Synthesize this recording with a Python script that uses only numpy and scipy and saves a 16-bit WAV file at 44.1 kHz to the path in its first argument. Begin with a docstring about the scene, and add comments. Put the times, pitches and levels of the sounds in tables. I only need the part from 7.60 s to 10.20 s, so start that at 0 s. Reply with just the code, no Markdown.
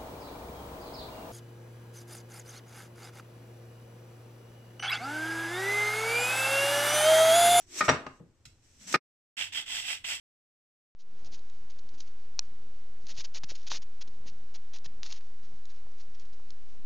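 """A kitchen knife creaks through a raw carrot, tearing cells until it splits, and knocks on a plastic board.
The piece tumbles away; the blade ticks, sinks in again and splits the next piece, and the sound breaks off.
After a silence a hand-cranked drum grater rasps through carrot in uneven surges, its teeth rattling
the hollow housing and tearing off hissing shreds. Both sound in a small kitchen with a low hush."""
import sys
import numpy as np
from scipy import signal
from scipy.fft import rfft, irfft
from scipy.io import wavfile

SR = 44100
rng = np.random.default_rng(int(sys.argv[2]) if len(sys.argv) > 2 else 0)


def inscribe(sig):
    """Save sig as 16-bit PCM at rate SR to the path in sys.argv[1].

    A 1-D sig is mono; a 2-D sig holds one channel per row.
    Samples are clipped to [-1, 1] before scaling.
    """
    pcm = np.round(np.clip(np.atleast_2d(sig).T, -1, 1) * 32767)
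    wavfile.write(sys.argv[1], SR, pcm.astype(np.int16))


N = 114660
T = np.arange(N) / SR
HZ = np.fft.rfftfreq(2 * N, 1 / SR)


def amp(db):
    """Decibels to gain."""
    return 10 ** (np.asarray(db) / 20)


def unit(x):
    """Scales to rms 1."""
    return x / np.sqrt(np.mean(x ** 2) + 1e-20)


def read(points, hz=HZ):
    """Interpolates a table over log frequency."""
    freqs, values = np.transpose(points)
    return np.interp(np.log(hz + 1), np.log(freqs + 1), values)


def level(points):
    """Time table in dB to gain per sample."""
    times, db = np.transpose(points)
    return amp(np.interp(T, times, db))


def shape(x, gain):
    """Filters by a gain per frequency."""
    return irfft(rfft(x, 2 * N) * gain)[..., :N]


def colour(x, points):
    """Minimum-phase filter: rings after a click, never before."""
    log_gain = np.log(amp(read(points)))
    mirrored = np.concatenate([log_gain, log_gain[-2:0:-1]])
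    return shape(x, np.exp(np.conj(signal.hilbert(mirrored)))[:N + 1])


# stereo coherence (frequency [Hz], left-right correlation [0..1])
COHERENCE = [(150, 0.91), (700, 0.93), (1600, 0.36), (6000, .15)]
def widen(pair):
    """Makes two independent signals alike in the bass."""
    same = read(COHERENCE)
    mid = shape(pair[0], np.sqrt((1 + same) / 2))
    side = shape(pair[1], np.sqrt((1 - same) / 2))
    return np.array([mid + side, mid - side])


def noise(points):
    """Steady coloured stereo noise."""
    return unit(colour(widen(rng.standard_normal((2, N))), points))


def blow(start_s, t60_s, rise_s=0.0009, hold_s=0):
    """Impact envelope: quick rise, optional hold, exponential decay."""
    age = np.maximum(T - start_s, 0)
    return (1 - np.exp(-age / rise_s)) * 1000. ** (-np.maximum(age - hold_s, 0) / t60_s)


def ring(start_s, modes, rise_s, hold_s=0):
    """Decaying modes of a struck body."""
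    return -sum(amp(db) * blow(start_s, t60_s, rise_s, hold_s) * np.sin(2 * np.pi * hz * (T - start_s))
                for hz, db, t60_s in modes)


def grains(per_s, spread_db):
    """Random tiny fractures, a few much larger than the rest."""
    size = amp(spread_db * np.minimum(rng.exponential(1, N), 4))
    return unit(size * rng.choice([-1, 1], N) * (rng.random(N) < per_s / SR))


# background spectrum (frequency [Hz], density [dB])
HUSH_SPECTRUM = [(20, 4.5), (45, -1.5), (100, 4.5), (160, -11), (300, -9.5), (600, -18.5), (4000, -29),
                 (8000, -29), (10000, -43), (15000, -45)]
def hush():
    """Steady low background noise."""
    return amp(-65) * noise(HUSH_SPECTRUM)


# room decay (frequency [Hz], t60 [s])
ROOM_DECAY = [(100, 0.34), (300, 0.3758), (3000, 0.3151), (7000, 0.25), (14000, 0.46)]
# colour of the reflections (frequency [Hz], gain [dB])
ROOM_EQ = [(60, -7), (250, -1.5), (600, -3), (1200, -0.5), (2200, -2), (4000, 0.5), (8000, 0.5),
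           (14000, -6.5)]
def kitchen(x):
    """Dense reflections from counter and walls, each band dying at its own rate."""
    onset = np.clip((T - .004) / 0.003, 0, 1)
    echoes = widen(rng.choice([-1., 1.], (2, N)) * (rng.random((2, N)) < .1)) * onset
    hz, t, bands = signal.stft(echoes[:, :SR], SR, nperseg=256)
    decay = 1000. ** (-t / read(ROOM_DECAY, hz)[:, None])
    tail = signal.istft(bands * decay, SR, nperseg=256)[1]
    tail /= np.linalg.norm(tail, axis=1, keepdims=True)
    return colour(signal.fftconvolve(x, tail, axes=1)[:, :N], ROOM_EQ)


def teeth(per_s, spread_db, left_lead_s=0.0001, scatter=0.49):
    """Grains from the drum, earlier on the left; as it turns, each scatters differently in the housing."""
    direct = grains(per_s, spread_db)
    pair = np.array([direct, shape(direct, np.exp(-2j * np.pi * HZ * left_lead_s))])
    energy = abs(signal.fftconvolve(direct ** 2, blow(0, t60_s=0.015) ** 2)[:N])
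    bounced = unit(np.sqrt(energy) * rng.standard_normal((2, N)))
    return np.sqrt(1 - scatter) * pair + np.sqrt(scatter) * bounced


# housing response (frequency [Hz], gain [dB])
HOUSING_EQ = [(60, -36.5), (280, -20.5), (450, -32), (780, -14.5), (1150, -19.5), (1600, -10), (2300, -5.5),
              (3450, -1), (4200, -15), (6000, -13.5), (15000, -51)]
# its hollow resonances (frequency [Hz], boost [dB])
CAVITY_PEAKS = [(2020, 8), (2660, 6.5), (3220, 5)]
def rasping(half_width_hz=52):
    """Teeth rattle the hollow housing."""
    hollow = amp(sum(db / (1 + ((HZ - hz) / half_width_hz) ** 2) for hz, db in CAVITY_PEAKS))
    return unit(shape(colour(teeth(per_s=3000, spread_db=2.35), HOUSING_EQ), hollow))


def focus(centre_hz, lift_db=4, width_hz=420):
    """Broad lift where the teeth excite the housing most."""
    return amp(lift_db * np.exp(-((HZ - centre_hz) / width_hz) ** 2))


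# tooth catches (time [s], level [dB])
TOOTH_CATCHES = [(1.8092, -30.5), (1.8205, -30), (1.923, -40.5), (2.4434, -30.5), (2.5084, -36.5)]
def catching(rasp):
    """Teeth catch and jolt the housing."""
    jolts = rasp * sum(amp(db) * blow(s, t60_s=0.042) for s, db in TOOTH_CATCHES)
    return shape(jolts, amp(-4) * focus(3030, lift_db=8))


def surge(start_s, peak_s, end_s, start_db, end_db=-17, rise_s=0.0065, arch=2.34):
    """The teeth bite at once; pressure swells to a peak and falls away."""
    before = np.clip((peak_s - T) / (peak_s - start_s), 0, 1)
    after = np.maximum((T - peak_s) / (end_s - peak_s), 0)
    onset = np.clip((T - start_s) / rise_s, 0, 1)
    return onset * amp(start_db * before ** arch + end_db * after ** arch)


# hiss of shreds, crunch of a deep bite (frequency [Hz], density [dB])
SHRED_SPECTRUM = [(1000, -20), (4000, -2), (5300, 4.5), (6600, -5.5), (7300, 2), (7800, 7), (8400, -2.5),
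                  (10000, -13), (15000, -14.5)]
BITE_SPECTRUM = [(350, -25), (620, -8), (1000, -14.5), (1500, -1.5), (2500, 4.5), (4500, -6), (12000, -39)]
# drum surges (start [s], peak [s], end [s], rasp [dB], hiss [dB], crunch [dB],
# start level re peak [dB], rasp centre [Hz])
DRUM_SURGES = [(1.764, 1.797, 1.893, -34.5, -41, -43.5, -11.5, 2750),
               (1.92, 1.972, 2.042, -34, -41, -52.5, -11, 3200),
               (2.057, 2.162, 2.269, -34.5, -39, -46.5, -14.5, 3050),
               (2.233, 2.307, 2.3854, -34.5, -38.5, -37, -21.5, 2730),
               (2.438, 2.512, 2.602, -36, -38, -38.5, -12, 2651)]
def grating(clump_s=0.0065, clump_db=1):
    """The turning drum rasps and tears off hissing shreds; at full pressure the carrot crunches."""
    flutter = unit(shape(rng.standard_normal(N), np.exp(-(HZ * clump_s) ** 2)))
    clumps = unit(amp(clump_db * flutter))
    rasp = rasping()
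    hiss = unit(colour(teeth(per_s=6800, spread_db=3.2), SHRED_SPECTRUM))
    crunch = unit(colour(teeth(per_s=1600, spread_db=2.35), BITE_SPECTRUM))
    out = catching(rasp)
    for start_s, peak_s, end_s, rasp_db, hiss_db, crunch_db, start_db, centre_hz in DRUM_SURGES:
        effort = surge(start_s, peak_s, end_s, start_db)
        out += amp(rasp_db) * effort * clumps * unit(shape(rasp, focus(centre_hz)))
        out += amp(hiss_db) * effort ** 1.2 * hiss
        out += amp(crunch_db) * effort ** 6.4 * crunch
    return out


# carrot groans (peak [s], half length [s], centre [Hz], level [dB])
WEDGE_GROANS = [(.2, .1, 335, -55), (1.315, 0.092, 215, -55)]
def groaning(width_oct=0.34):
    """The blade sticks and slips in the cut: a low swell before each split."""
    slips = widen(rng.standard_normal((2, N)))
    out = 0
    for peak_s, half_s, hz, db in WEDGE_GROANS:
        band = np.exp(-(np.log2((HZ + 1) / hz) / width_oct) ** 2)
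        swell = np.exp(-((T - peak_s) / half_s) ** 2)
        out += amp(db) * swell * unit(shape(slips, band))
    return out


# tick of the edge, thud beneath it (frequency [Hz], density [dB])
TICK_SPECTRUM = [(1000, -18), (1500, -1.5), (3000, 0.5), (8000, 1.5), (9500, -13.5), (15000, -19)]
TICK_THUD_SPECTRUM = [(50, -8), (110, 1.5), (170, -10.5), (300, -25.5), (2000, -48.5)]
def tapping(start_s=.853, echo_s=.0015):
    """The edge nicks the skin with a tick, reflected by the board, which then takes the weight."""
    nick = blow(start_s, t60_s=0.066) * noise(TICK_SPECTRUM)
    tick = shape(nick, 1 + .5 * np.exp(-2j * np.pi * HZ * echo_s))
    thud = blow(start_s, t60_s=0.22, rise_s=0.0089) * noise(TICK_THUD_SPECTRUM)
    return amp(-45.5) * tick + amp(-50) * thud


# blade pressure (time [s], relative level [dB])
BLADE_PRESSURE = [(0, -56.5), (.06, -72.5), (.11, -55), (.15, -45), (.195, -34.5), (.209, -40),
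                  (.22, -53.5), (.24, -47.5), (.251, -39), (.275, -47.5), (.3, -75.5), (.58, -73),
                  (.62, -94), (.85, -81), (1.015, -76.5), (1.04, -68.5), (1.18, -67), (1.218, -55),
                  (1.266, -55.5), (1.276, -44), (1.32, -41.5), (1.328, -34.5), (1.36, -47), (1.42, -120)]
# tearing cells (frequency [Hz], density [dB])
CELL_SPECTRUM = [(40, -30.5), (300, -10.5), (1100, -13), (1900, -5), (4900, -6), (5750, 3), (6800, -3.5),
                 (7950, 1), (8900, -14), (11000, -18.5), (15000, -23.5)]
def slicing():
    """Cells tear ahead of the blade, louder as it is pressed."""
    cells = widen([grains(per_s=8600, spread_db=2.5) for _ in range(2)])
    return amp(1.5) * level(BLADE_PRESSURE) * unit(colour(cells, CELL_SPECTRUM))


# board and blade modes (frequency [Hz], level [dB], t60 [s])
BOARD_MODES = [(133, -18.5, 0.15), (269.4, -11.5, .1), (363.8, -15.5, 0.065), (619, -2, 0.05),
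               (866, -14, .05), (1047, -7, 0.04), (1230, -2, 0.055), (1855, -8.5, 0.026),
               (2190, -10.5, 0.03), (2836, -12.5, 0.04)]
BLADE_MODES = [(4910, -11, 0.051), (5693, 0.5, 0.06), (7930, -8.5, 0.027)]
# contact noise, counter thud (frequency [Hz], density [dB])
CLACK_SPECTRUM = [(50, -21.5), (250, -4.5), (450, -9.5), (620, 0), (1200, -0.5), (2200, -3), (3500, -11),
                  (8000, -17.5), (9500, -36.5), (15000, -50.5)]
THUD_SPECTRUM = [(20, -25.5), (60, -12), (120, -1), (250, -2), (420, -6), (900, -28), (3000, -53.5)]
# blade, then tumbling piece, on the board (time [s], level [dB], low-pass [Hz], thud [dB], blade [dB])
BOARD_KNOCKS = [(.281, -15.5, 2630, -29.5, -33), (0.2896, -11.5, 2620, -38, -28.5),
                (.294, -17, 8000, -51, -25.5), (0.4644, -29.5, 1900, -55.5, -57.5),
                (0.595, -51, 480, -44.5, -84)]
def knocking(rise_s=0.00097):
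    """Knocks ring board and blade, returned separately; softer contacts are duller."""
    clack, thud = noise(CLACK_SPECTRUM), noise(THUD_SPECTRUM)
    board = blade = 0
    for s, db, cutoff_hz, thud_db, blade_db in BOARD_KNOCKS:
        hit = ring(s, BOARD_MODES, rise_s) + amp(-0.5) * blow(s, t60_s=0.046) * clack
        pole = np.exp(-2 * np.pi * cutoff_hz / SR)
        board += amp(db) * signal.lfilter([1 - pole], [1, -pole], hit)
        board += amp(thud_db) * blow(s, t60_s=0.21, rise_s=0.0054) * thud
        blade += amp(blade_db) * ring(s, BLADE_MODES, rise_s)
    return board, blade


# carrot modes (frequency [Hz], level [dB], t60 [s])
CARROT_MODES = [(598, -10.5, 0.03), (841, -14.5, 0.038), (1241, -7.5, 0.06), (1274.6, -2.5, 0.02),
                (1475, -8.5, 0.027), (1857, -7.5, 0.027), (2252, -8.5, 0.026), (2450, -12.5, .025)]
# crunch, low push of the parting halves (frequency [Hz], density [dB])
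CRUNCH_SPECTRUM = [(50, -28.5), (250, -0.5), (700, -9.5), (1300, -5.5), (2300, -3.5), (3100, -12.5),
                   (5200, -11), (6500, -26.5), (8000, -29), (10000, -38.5), (15000, -44)]
PUSH_SPECTRUM = [(30, -36), (90, -15.5), (170, -2), (330, -3.5), (750, -7.5), (1200, -23.5), (4000, -51.5)]
# splits (time [s], ring [dB], crunch [dB], push [dB])
CARROT_SPLITS = [(0.207, -18, -28.5, -34), (1.3408, -17.5, -21, -26)]
def splitting(rise_s=0.0012, crack_s=.006):
    """The wedged carrot pops open; ring and crunch hold while the crack runs through it."""
    crunch, push = noise(CRUNCH_SPECTRUM), noise(PUSH_SPECTRUM)
    out = np.zeros((2, N))
    for s, ring_db, crunch_db, push_db in CARROT_SPLITS:
        out += amp(ring_db) * ring(s, CARROT_MODES, rise_s, hold_s=crack_s)
        out += amp(crunch_db) * blow(s, t60_s=0.062, hold_s=crack_s) * crunch
        out += amp(push_db) * blow(s, t60_s=0.15, rise_s=rise_s) * push
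    return out


def place(x, pan):
    """Pans each frequency at constant power."""
    sides = amp(np.array([[.5], [-.5]]) * read(pan))
    return shape(x, sides / np.sqrt((sides ** 2).mean(0)))


# stereo balance (frequency [Hz], left minus right [dB])
GRATER_BALANCE = [(200, -3.5), (700, -2), (1300, -3), (2100, -7), (3200, -13), (4300, 1.5), (5500, 2.5),
                  (8000, 12.5), (15000, 10)]
KNIFE_BALANCE = [(200, 1.5), (700, 3.5), (1300, 2.5), (2200, -2.5), (5500, -5.5), (8000, 10), (15000, -5.5)]
def scene():
    """Knife, then grater, in the kitchen with its low hush."""
    cut = slicing() + groaning()
    snap = splitting()
    board, blade = knocking()
    knock = board + tapping()
    grate = grating()
    room_send = amp(-8) * cut + amp(-2) * snap + amp(-4) * knock + amp(-11) * blade
    knife = place(cut + snap + knock + blade + kitchen(room_send), KNIFE_BALANCE)
    grater = place(grate, GRATER_BALANCE) + amp(-12) * kitchen(grate)
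    return knife + grater + hush()


# silence between cutting and grating (time [s], gain [dB])
PAUSE_GATE = [(1.3615, 0), (1.364, -15), (1.376, -20), (1.392, -38), (1.41, -110), (1.762, -110),
              (1.769, 0)]
def record(dry, cutoff_hz=15200):
    """Mutes everything between the two tasks, then limits the band."""
    lowpass = signal.firwin(401, cutoff_hz, window=("kaiser", 9), fs=SR)
    return signal.oaconvolve(dry * level(PAUSE_GATE), lowpass[None], "same")


dry = scene()
out = record(dry)
inscribe(out)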